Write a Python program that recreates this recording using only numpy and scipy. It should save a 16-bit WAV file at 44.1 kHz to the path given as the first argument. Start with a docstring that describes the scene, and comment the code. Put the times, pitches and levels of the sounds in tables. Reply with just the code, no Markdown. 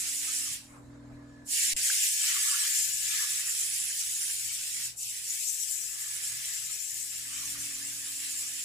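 """Spray gun on a wall

A small spray gun hisses paint onto a wall close by; the trigger is let go twice.
The jet is shaped noise at the nozzle, the wall wash is a lagging diffuse noise, and a few close tones whine.
A piston compressor, summed from shaft orders and puffs, throbs in the long pause; a faint room lies under all."""
import sys
import numpy as np
from scipy import signal
from scipy.fft import rfft, irfft, next_fast_len
from scipy.io import wavfile
from scipy.ndimage import uniform_filter1d, map_coordinates

SR = 44100
rng = np.random.default_rng(int(sys.argv[2]) if len(sys.argv) > 2 else 0)


def materialize(psi):
    """Save the field psi as 16-bit PCM at rate SR to the path in sys.argv[1].

    A 1-D psi becomes a single channel; in a 2-D psi each row is a channel.
    """
    bounded = np.clip(np.atleast_2d(psi).T, -1, 1)
    quanta = np.round(bounded * 32767).astype(np.int16)
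    wavfile.write(sys.argv[1], SR, quanta)


N = 381024

# Trigger pulls: pulled t/s, opening time/s, released t/s
TRIGGER_PULLS = [(-.2, .1, .54), (1.44, .11, 4.865), (4.943, .07, 8.64)]
# Valve closing: a fast drop, then a thin tail lingering in the room
CLOSING_DB_PER_S, TAIL_DB, TAIL_DB_PER_S = 255, -12.5, 93
JET_LEAK_DB, WASH_LEAK_DB = -50, -38  # what remains of each while the valve is closed

# The gun nearing and leaving the microphone: t/s, open jet level before trim/dB
NEARNESS = [(0, -31.5), (.22, -33.5), (.4, -33), (.52, -35), (1.53, -28.5), (1.62, -27.5), (1.72, -29),
            (1.77, -32.5), (1.81, -30.5), (1.85, -27), (1.96, -27), (2.1, -28), (2.55, -29.5), (2.79, -29),
            (2.95, -32.5), (3.22, -31), (3.45, -33), (3.8, -32.5), (4.07, -33.5), (4.29, -32.5),
            (4.48, -35), (4.82, -35), (5.01, -35.5), (5.08, -36), (5.21, -40), (5.31, -33.5), (5.5, -33),
            (5.78, -34), (5.9, -37), (6.2, -36), (6.55, -35.5), (6.67, -37.5), (7.3, -37.5), (7.5, -37),
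            (8.1, -38.5), (8.33, -35.5), (8.64, -37.5)]
# The hand swings the nozzle from side to side: t/s, left minus right level/dB
NOZZLE_AIM = [(0, -2), (1.5, -3), (1.95, 0), (2.55, -1), (2.9, 4), (3.25, -1), (4.25, 0), (4.5, 2.5),
              (4.75, -2.5), (5.02, 3), (5.22, -1.5), (5.48, 5.5), (5.76, 6), (6.15, -1.5), (6.85, 5.5),
              (7.3, 0.5), (8.64, -1.5)]
# Spectrum of the jet core: f/Hz, relative level/dB
NOZZLE_SPECTRUM = [(2500, -65), (4200, -17), (5200, -10), (5850, -4.5), (6250, -5.5), (7200, 1),
                   (7800, 1.5), (8400, -7), (9300, -4), (10500, -8.5), (12000, -10.5), (14000, -13.5),
                   (15100, -12.5)]
# Spectrum of the bright lobe facing ahead: f/Hz, relative level/dB
LOBE_SPECTRUM = [(7800, -40), (8700, -1.5), (9400, -7.5), (10100, -8), (11000, -13), (12500, -46),
                 (15000, -44)]
LOBE_DB, LOBE_PER_AIM = -12.5, -0.87  # level against the core; dB change per dB of swing to the left
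# Balance of the two microphone ports: f/Hz, left minus right level/dB
PORT_BALANCE = [(4000, -2), (6000, 0.5), (7500, 3.5), (8400, 4), (9700, -5.5), (11500, -3.5), (13000, 6),
                (15000, 0)]
# Likeness of the two ports: f/Hz, correlation (1 is identical)
PORT_LIKENESS = [(60, 1), (300, 0), (700, 0), (1500, 0.12), (3200, 0.066), (5500, 0), (6400, 0.33),
                 (7200, 0.64), (8300, 0.63), (10000, 0.74), (12000, 0.54), (15000, 0.12)]

# Depth of the wash on the wall: t/s, low-edge level against the usual/dB
WASH_DEPTH = [(0, -4.5), (.33, 3), (.62, -3.5), (1.55, -8), (1.78, 6.5), (2.14, -13), (2.28, 7), (2.42, 13),
              (2.68, 8), (2.87, -9), (3.25, 10), (3.65, -3), (4.45, -6.5), (4.8, 0), (5.01, -15), (5.18, 4),
              (5.43, -11), (5.85, 4.5), (6.2, 8), (6.6, -0.5), (6.87, -5), (7.42, 12), (7.9, 1.5),
              (8.64, -4)]
# Wash against its usual share: t/s, level/dB
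WASH_SHARE = [(0, -2), (.5, 0), (1.5, 3.5), (1.95, 0.3), (2.35, 0), (4.5, 0), (4.8, 0.5), (5.2, 0.5),
              (5.6, -5), (6.2, -0.5), (6.5, 0.5), (7.1, -3), (7.6, -.5), (8.3, 1)]
# Spectrum of the upper wash: f/Hz, relative level/dB
UPPER_SPECTRUM = [(1400, -42), (2000, -8.5), (2400, -0.5), (2900, .5), (3500, -0.5), (4300, -1.5),
                  (5500, 1), (8000, -30)]
# Spectrum of the wash body: f/Hz, relative level/dB
BODY_SPECTRUM = [(1050, -76), (1400, -9), (1650, -3), (2000, 0.5), (2400, -9.5), (3200, -29)]
# Spectrum of the deep wash: f/Hz, relative level/dB
DEEP_SPECTRUM = [(700, -10), (950, -15), (1130, -3.5), (1350, -7), (1650, -19), (2400, -79)]
# Wash bands: base level in dB, and the share of the depth that two of them follow
UPPER_DB, UPPER_FOLLOWS = -10.5, 0.13
BODY_DB, BODY_FOLLOWS = -20.5, 0.44
DEEP_DB = -30
USUAL_NEAR_DB, WASH_PER_NEAR = -35.5, 0.075  # usual jet level; extra wash dB per dB above it
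WASH_LAG_S = 0.01
WASH_CLOSES, WASH_OPENS = 0.69, 1.3  # share of the jet's closing speed; multiple of its opening time

# Narrow resonances colouring the hiss: f/Hz, width/Hz, peak level/dB
HISS_RINGS = [(5100, 26, 5), (5630, 34, 5.5), (5870, 39, 3.5), (6030, 33, -0.5), (6370, 45, 4),
              (6720, 29, 0.5), (7530, 47, 2), (8300, 45, 6), (8940, 17, -4), (9370, 33, 7), (10100, 30, 3)]
# Steep lower edge of the hiss: t/s, f/Hz
HISS_EDGE = [(0, 650), (1.4, 700), (1.52, 1580), (1.62, 1430), (1.83, 1460), (1.9, 1260), (2.14, 1440),
             (2.26, 1030), (2.68, 1070), (2.82, 1240), (3.25, 940), (3.65, 1150), (4.1, 920), (4.55, 1086),
             (4.9, 1040), (5.0, 2230), (5.07, 2260), (5.16, 1330), (5.3, 1380), (5.44, 1830), (5.55, 1140),
             (5.85, 1200), (6.15, 920), (6.6, 850), (6.88, 1360), (7.15, 1240), (7.35, 850), (8.64, 854)]
EDGE_WAVER_HZ = 75  # scale of its random wander
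DULL_DB, DULL_HZ = -2, 11500  # softer treble before the gap, above this frequency

# Shrill band in the hiss: t/s, centre f/Hz, level before panning/dB
SHRILL_GLIDE = [(3.35, 9600, -91), (3.58, 9680, -42), (3.8, 9930, -41.5), (4.05, 10180, -51),
                (4.3, 9700, -39.5), (4.6, 9550, -65)]
SHRILL_WIDTH_HZ = 760  # half-width, 12 dB down
# Thin whine: t/s, level/dB
WHINE_LEVEL = [(0, -88), (.85, -84), (1.15, -74), (1.42, -63), (1.55, -75), (1.9, -59), (2.35, -52),
               (2.62, -48), (2.95, -57), (3.25, -48), (3.55, -80), (5.2, -78), (6.15, -57), (6.7, -66),
               (8.64, -66)]
# Close tones of the whine: f/Hz, drift/Hz, relative level/dB
WHINE_TONES = [(1712, 3, 0), (1761, 9, -9), (1663, 6, -12)]
# Spits at the nozzle: t/s, level/dB, centre f/Hz, half-width/Hz, swell length/s
SPITS = [(4.836, -42, 7400, 1200, .003), (5, -42, 7400, 900, .006), (5.01, -40, 7400, 900, .003),
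         (5.03, -38, 7500, 900, .004)]
# Light knock in the gun: t/s, decay starting level/dB, f/Hz, 60 dB decay time/s
KNOCK = (1.8995, -14, 1620, .014)
KNOCK_RISE_S = 0.003
# Brief cut in the hiss: from t/s, to t/s, level/dB
HISS_GAP = (1.736, 1.764, -19.5)
THUMP_LEAD_S = 0.017  # the thump begins this long before the gap

IDLE_DB = -72  # air seeping past the closed valve
# Spectrum of the seeping air: f/Hz, relative level/dB
IDLE_SPECTRUM = [(3200, -16), (4000, -4), (5000, -12), (5800, -12), (6600, -7), (7500, -5), (8200, -13),
                 (9400, -13), (11000, -31), (15000, -45)]
# Air sighing out after the first release: t/s, level/dB, centre f/Hz, half-width/Hz, swell length/s
SIGHS = [(.76, -56, 1100, 520, .06), (.73, -64, 2200, 800, .07)]

# Compressor before trim: t/s, drone level/dB, low hum level/dB
PUMP_LEVELS = [(0, -58, -64.5), (.55, -59, -64), (.77, -48.5, -55), (1.13, -45, -49), (1.44, -47.5, -56),
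               (1.56, -63, -69), (1.8, -60, -62), (1.88, -87, -84), (2.2, -81, -96), (2.33, -75, -69),
               (2.55, -71, -82), (2.78, -74, -65), (3.3, -74, -65), (4.0, -71, -69), (4.9, -75, -63.5),
               (5.32, -73.5, -67.5), (5.6, -78, -77), (6.25, -73, -62.5), (6.85, -77.5, -67),
               (7.15, -65.5, -66), (7.6, -54, -58), (8.1, -60.5, -66.5), (8.64, -65, -67)]
SHAFT_HZ = 40.8
# Shaft orders of the drone: multiple of shaft f, relative level/dB
DRONE_ORDERS = [(5, -25), (6, -1), (7, 2.5), (8, -20), (9, -26), (10, -20), (11, -23), (12, -14), (13, -26),
                (14, -17), (15, -12.5), (16, -19), (17, -26), (20, -31), (24, -24), (25, -22), (31, -28)]
# Shaft orders of the low hum: multiple of shaft f, relative level/dB
HUM_ORDERS = [(1.5, -15), (2, -18), (3, -6.5), (4, -19.5)]
# Spectrum of the puffs: f/Hz, relative level/dB
PUFF_SPECTRUM = [(30, -9), (80, -20), (300, 1.5), (430, -8), (620, -8), (780, -11.5), (1020, -11),
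                 (1450, -16), (1750, -11), (2100, -17.5), (2900, -32), (5000, -71)]
DRONE_TRIM_DB, HUM_TRIM_DB = -5, -3
DRONE_WAVER_DB, DRONE_WAVER_PER_DB = 1, 0.05  # waver of each order; more per dB that the drone sinks
HUM_WAVER_PER_DB, HUM_WAVER_MOST_DB = 0.18, 3  # waver per dB that the hum sinks; its limit

RUMBLE_DB, FAINT_DB = -70.5, -71  # usual levels of the low rumble and the faint rush
RUMBLE_FOLLOWS, FAINT_FOLLOWS = 0.7, 0.18  # share of the hum's swing that each follows
SWING_MOST_DB = 6.5  # upward limit of the hum's swing about its mean
# Spectrum of the rumble: f/Hz, relative level/dB
RUMBLE_SPECTRUM = [(15, -39), (28, -5), (48, 2), (70, -4), (110, 1), (200, -5), (400, -11), (900, -41)]
# Spectrum of the faint rush: f/Hz, relative level/dB
FAINT_SPECTRUM = [(150, -5), (350, -7), (600, -4.5), (900, -3.5), (1500, -7), (5000, -35.5)]
TOP_HZ = 15280


def amp(db):
    """Gain of a level in dB."""
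    return 10 ** (np.asarray(db) / 20)


def unit(x):
    """x scaled to rms 1."""
    return x / np.sqrt(np.mean(x ** 2) + 1e-20)


def along(points, hz):
    """Read (Hz, value) points on a log frequency axis."""
    f, v = np.transpose(points)
    return np.interp(np.log(hz + 1), np.log(f + 1), v)


def clock():
    """The time of each sample in seconds."""
    return np.arange(N) / SR


def curves(rows):
    """One value per sample for each column after the time."""
    s, *columns = np.transpose(rows)
    return [np.interp(clock(), s, column) for column in columns]


def wobble(rate):
    """A smooth random curve with rate knots a second."""
    knots = rng.standard_normal(int(N * rate / SR) + 4)
    return map_coordinates(knots, [clock() * rate])


def filtered(x, response):
    """x shaped by a response of frequency."""
    m = next_fast_len(N + SR // 2)
    hz = np.fft.rfftfreq(m, 1 / SR)
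    return irfft(rfft(x, m) * response(hz), m)[..., :N]


def panned(db):
    """Left and right gains for a level difference."""
    return amp(np.array([[.5], [-.5]]) * db)


def rush(spectrum, alike, patchy_db):
    """Turbulent stereo noise with fine patches of random gain; its middle has rms 1."""
    z = signal.stft(rng.standard_normal((2, N)), nperseg=512)[2]
    patches = uniform_filter1d(rng.standard_normal(z.shape[1:]), size=3, axis=0)
    patches = uniform_filter1d(patches, size=5, axis=1)
    pair = signal.istft(z * amp(patchy_db * unit(patches)), nperseg=512)[1][:, :N]

    def mid_side(hz):
        # this split of middle and side sets the likeness of left and right
        turn = np.arccos(np.clip(along(alike, hz), -1, 1)) / 2
        return amp(along(spectrum, hz)) * np.array([np.cos(turn), np.sin(turn)])

    mid, side = filtered(pair, mid_side)
    return np.array([mid + side, mid - side]) / np.std(mid)


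def narrow(hz, width_hz):
    """Noise of rms 1 in one resonance with steep skirts."""
    noise = rng.standard_normal(N)
    return unit(filtered(noise, lambda f: (1 + ((f - hz) / width_hz) ** 2) ** -2))


def burst(s, db, hz, width_hz, length):
    """A smooth swell of noise in one resonance."""
    swell = np.exp(-((clock() - s) / length) ** 2)
    return amp(db) * swell * narrow(hz, width_hz)


def valve(lag_s, leak_db, closes=1, opens=1):
    """Air flow in dB: each pull opens it and holds; on release it drops fast, leaving a thin tail."""
    t = clock() - lag_s

    def opening(start, rise):
        progress = np.clip((t - start) / (opens * rise), 0, 1)
        return 20 * np.log10(np.sin(np.pi / 2 * progress) ** 2 + 1e-6)

    def closing(after):
        return np.maximum(-closes * CLOSING_DB_PER_S * after, TAIL_DB - TAIL_DB_PER_S * after)

    pulls = [np.minimum(opening(start, rise), closing(t - released))
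             for start, rise, released in TRIGGER_PULLS]
    return np.clip(np.max(pulls, axis=0), leak_db, 0)


def jet():
    """Air tears the paint into droplets at the nozzle; the uneven feed makes the hiss flutter."""
    near_db, = curves(NEARNESS)
    aim_db, = curves(NOZZLE_AIM)
    core = rush(NOZZLE_SPECTRUM, PORT_LIKENESS, patchy_db=3.5)
    core = filtered(core, lambda hz: panned(along(PORT_BALANCE, hz)))
    lobe_gain = amp(LOBE_DB + LOBE_PER_AIM * aim_db) * panned(-12.0)
    lobe = lobe_gain * rush(LOBE_SPECTRUM, [(9500, 1.0)], patchy_db=2)
    flutter_db = 0.24 * wobble(9.8) + 0.86 * wobble(35) + 0.63 * wobble(400)
    level_db = near_db + valve(0, JET_LEAK_DB) + flutter_db - 0.95
    return amp(level_db) * panned(aim_db) * (core + lobe)


def wash():
    """The stream spreads over the wall: a lagging, slower rush whose low bands swell most with depth."""
    near_db, = curves(NEARNESS)
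    depth_db, = curves(WASH_DEPTH)
    share_db, = curves(WASH_SHARE)
    upper = amp(UPPER_DB + UPPER_FOLLOWS * depth_db) * rush(UPPER_SPECTRUM, PORT_LIKENESS, patchy_db=2.5)
    body = amp(BODY_DB + BODY_FOLLOWS * depth_db) * rush(BODY_SPECTRUM, PORT_LIKENESS, patchy_db=3.5)
    deep = amp(DEEP_DB + depth_db) * rush(DEEP_SPECTRUM, PORT_LIKENESS, patchy_db=6.5)
    level_db = near_db + share_db + WASH_PER_NEAR * (near_db - USUAL_NEAR_DB)
    level_db = level_db + valve(WASH_LAG_S, WASH_LEAK_DB, WASH_CLOSES, WASH_OPENS)
    return amp(level_db + 1.05 * wobble(12)) * (upper + (body + deep) * panned(-1.6))


def walls(x, echo_db, count=12):
    """Nearby surfaces return weak copies that ripple the spectrum of the hiss."""
    echoes = np.zeros_like(x)
    for lags in rng.uniform(.002, .028, (count, 2)):  # seconds, one lag for each ear
        for ear, lag in enumerate(lags):
            echoes[ear] += np.pad(x[ear], (round(lag * SR), 0))[:N]
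    return (x + amp(echo_db) * echoes / np.sqrt(count)) / np.hypot(1, amp(echo_db))


def coloured(x):
    """Narrow resonances ripple the hiss, and its steep lower edge moves over time."""
    def rings(f):
        return amp(sum(db / (1 + (2 * (f - hz) / width) ** 2) for hz, width, db in HISS_RINGS))

    hz, s, z = signal.stft(filtered(x, rings), SR, nperseg=1024)
    edge_hz = np.interp(s, *np.transpose(HISS_EDGE))
    edge_hz = edge_hz + EDGE_WAVER_HZ * np.interp(s, clock(), wobble(16))
    steep = 1 / (1 + (edge_hz / (hz[:, None] + 1)) ** 14)
    return signal.istft(z * steep, SR, nperseg=1024)[1][:, :N]


def dulled(x):
    """A high shelf softens the top treble until the gap."""
    soft = filtered(x, lambda hz: amp(DULL_DB / (1 + (DULL_HZ / (hz + 1)) ** 12)))
    return np.where(clock() < HISS_GAP[0], soft, x)


def shrill():
    """A band of the hiss stands out and glides: narrow noise carried on a moving tone."""
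    hz, db = curves(SHRILL_GLIDE)
    carrier = np.cos(2 * np.pi * np.cumsum(hz) / SR)
    band = unit(narrow(0, SHRILL_WIDTH_HZ) * carrier)
    sounding = (clock() > SHRILL_GLIDE[0][0]) * (clock() < SHRILL_GLIDE[-1][0])
    return amp(db) * band * panned(-11.5) * sounding


def whine():
    """A steady thin whine, with two weak, less steady neighbours."""
    level_db, = curves(WHINE_LEVEL)

    def tone(hz, drift):
        phase = 2 * np.pi * np.cumsum(hz + drift * wobble(25)) / SR
        return unit(np.cos(phase + rng.normal(0, 0.78, (2, 1))))

    tones = sum(amp(db + 0.47 * wobble(13)) * tone(hz, drift) for hz, drift, db in WHINE_TONES)
    return amp(level_db) * tones


def spits():
    """Blobs of paint leave the nozzle in short bursts of narrow noise."""
    return sum(burst(*row) for row in SPITS)


def knock():
    """One light knock rings briefly in the gun as a decaying sine."""
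    s, db, hz, t60 = KNOCK
    t = np.clip(clock() - s, 0, 1)
    rise = np.sin(np.pi / 2 * np.minimum(t / KNOCK_RISE_S, 1)) ** 2
    return amp(db - 60 * t / t60) * rise * np.sin(2 * np.pi * hz * t)


def gap():
    """Gain of the instant in which the hiss cuts out, with softened edges."""
    start, end, db = HISS_GAP
    inside = 1. * ((clock() > start) & (clock() < end))
    return amp(db * uniform_filter1d(inside, size=64))


def thump():
    """A soft low thump builds before the gap and lasts through most of it: a low-passed ramp."""
    start, end, _ = HISS_GAP
    t = clock()
    build = np.clip((t - start + THUMP_LEAD_S) / THUMP_LEAD_S, 0, 1)
    ramp = -build * (t < end - .006)
    return amp(-43.5) * filtered(ramp, lambda hz: 1 / (1 + 1j * hz / 450) ** 2)


def idle():
    """A little air seeps from the nozzle throughout, a faint hiss under the spray and the pauses."""
    return amp(IDLE_DB) * rush(IDLE_SPECTRUM, PORT_LIKENESS, patchy_db=3.5)


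def sigh():
    """The last of the air escapes softly, diffuse at both ports."""
    return np.array([sum(burst(*row) for row in SIGHS) for _ in range(2)])


def compressor():
    """Shaft orders beat into a throb; puffs of air swell with each turn of the shaft."""
    drone_db, hum_db = curves(PUMP_LEVELS)
    angle = 2 * np.pi * np.cumsum(SHAFT_HZ * (1 + 0.0014 * wobble(6))) / SR

    def order(multiple, db, waver_db):
        # the room shifts each order, a little differently at each port
        shift = rng.uniform(0, 2 * np.pi) + rng.normal(0, 0.1, (2, 1))
        return amp(db + waver_db * wobble(11)) * np.cos(multiple * angle + shift)

    def orders(rows, waver_db):
        return unit(sum(order(multiple, db, waver_db) for multiple, db in rows))

    drone_waver_db = DRONE_WAVER_DB + DRONE_WAVER_PER_DB * (drone_db.max() - drone_db)
    drone = orders(DRONE_ORDERS, drone_waver_db)
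    puffs = (1 + 0.18 * np.cos(angle)) * rush(PUFF_SPECTRUM, PORT_LIKENESS, patchy_db=3.5)
    # the low hum is steadiest when it is plain
    hum_waver_db = np.minimum(HUM_WAVER_PER_DB * (hum_db.max() - hum_db), HUM_WAVER_MOST_DB)
    hum_gain = amp(hum_db + HUM_TRIM_DB + hum_waver_db * wobble(6.3))
    hum = hum_gain * orders(HUM_ORDERS, waver_db=1)
    return amp(drone_db + DRONE_TRIM_DB) * (drone + amp(-10.0) * puffs) + hum


def room():
    """A restless low rumble follows the compressor hum; a faint rush over it sinks with the hum."""
    _, hum_db = curves(PUMP_LEVELS)
    swing_db = np.minimum(hum_db - hum_db.mean(), SWING_MOST_DB)
    rumble_db = RUMBLE_DB + RUMBLE_FOLLOWS * swing_db + 3 * wobble(9.9)
    faint_db = FAINT_DB + FAINT_FOLLOWS * np.minimum(swing_db, 0)
    rumble = amp(rumble_db) * rush(RUMBLE_SPECTRUM, PORT_LIKENESS, patchy_db=2.5)
    faint = amp(faint_db) * rush(FAINT_SPECTRUM, PORT_LIKENESS, patchy_db=3.5)
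    return rumble + faint


def scene():
    """The spray stands out over the compressor and the room."""
    hiss = dulled(coloured(walls(jet() + wash(), echo_db=-8.0)))
    foreground = (hiss + shrill() + whine() + spits() + knock()) * gap()
    return foreground + idle() + sigh() + compressor() + thump() + room()


def record(dry):
    """The microphone keeps nothing above its band limit."""
    return filtered(dry, lambda hz: hz < TOP_HZ)


dry = scene()
out = record(dry)
materialize(out)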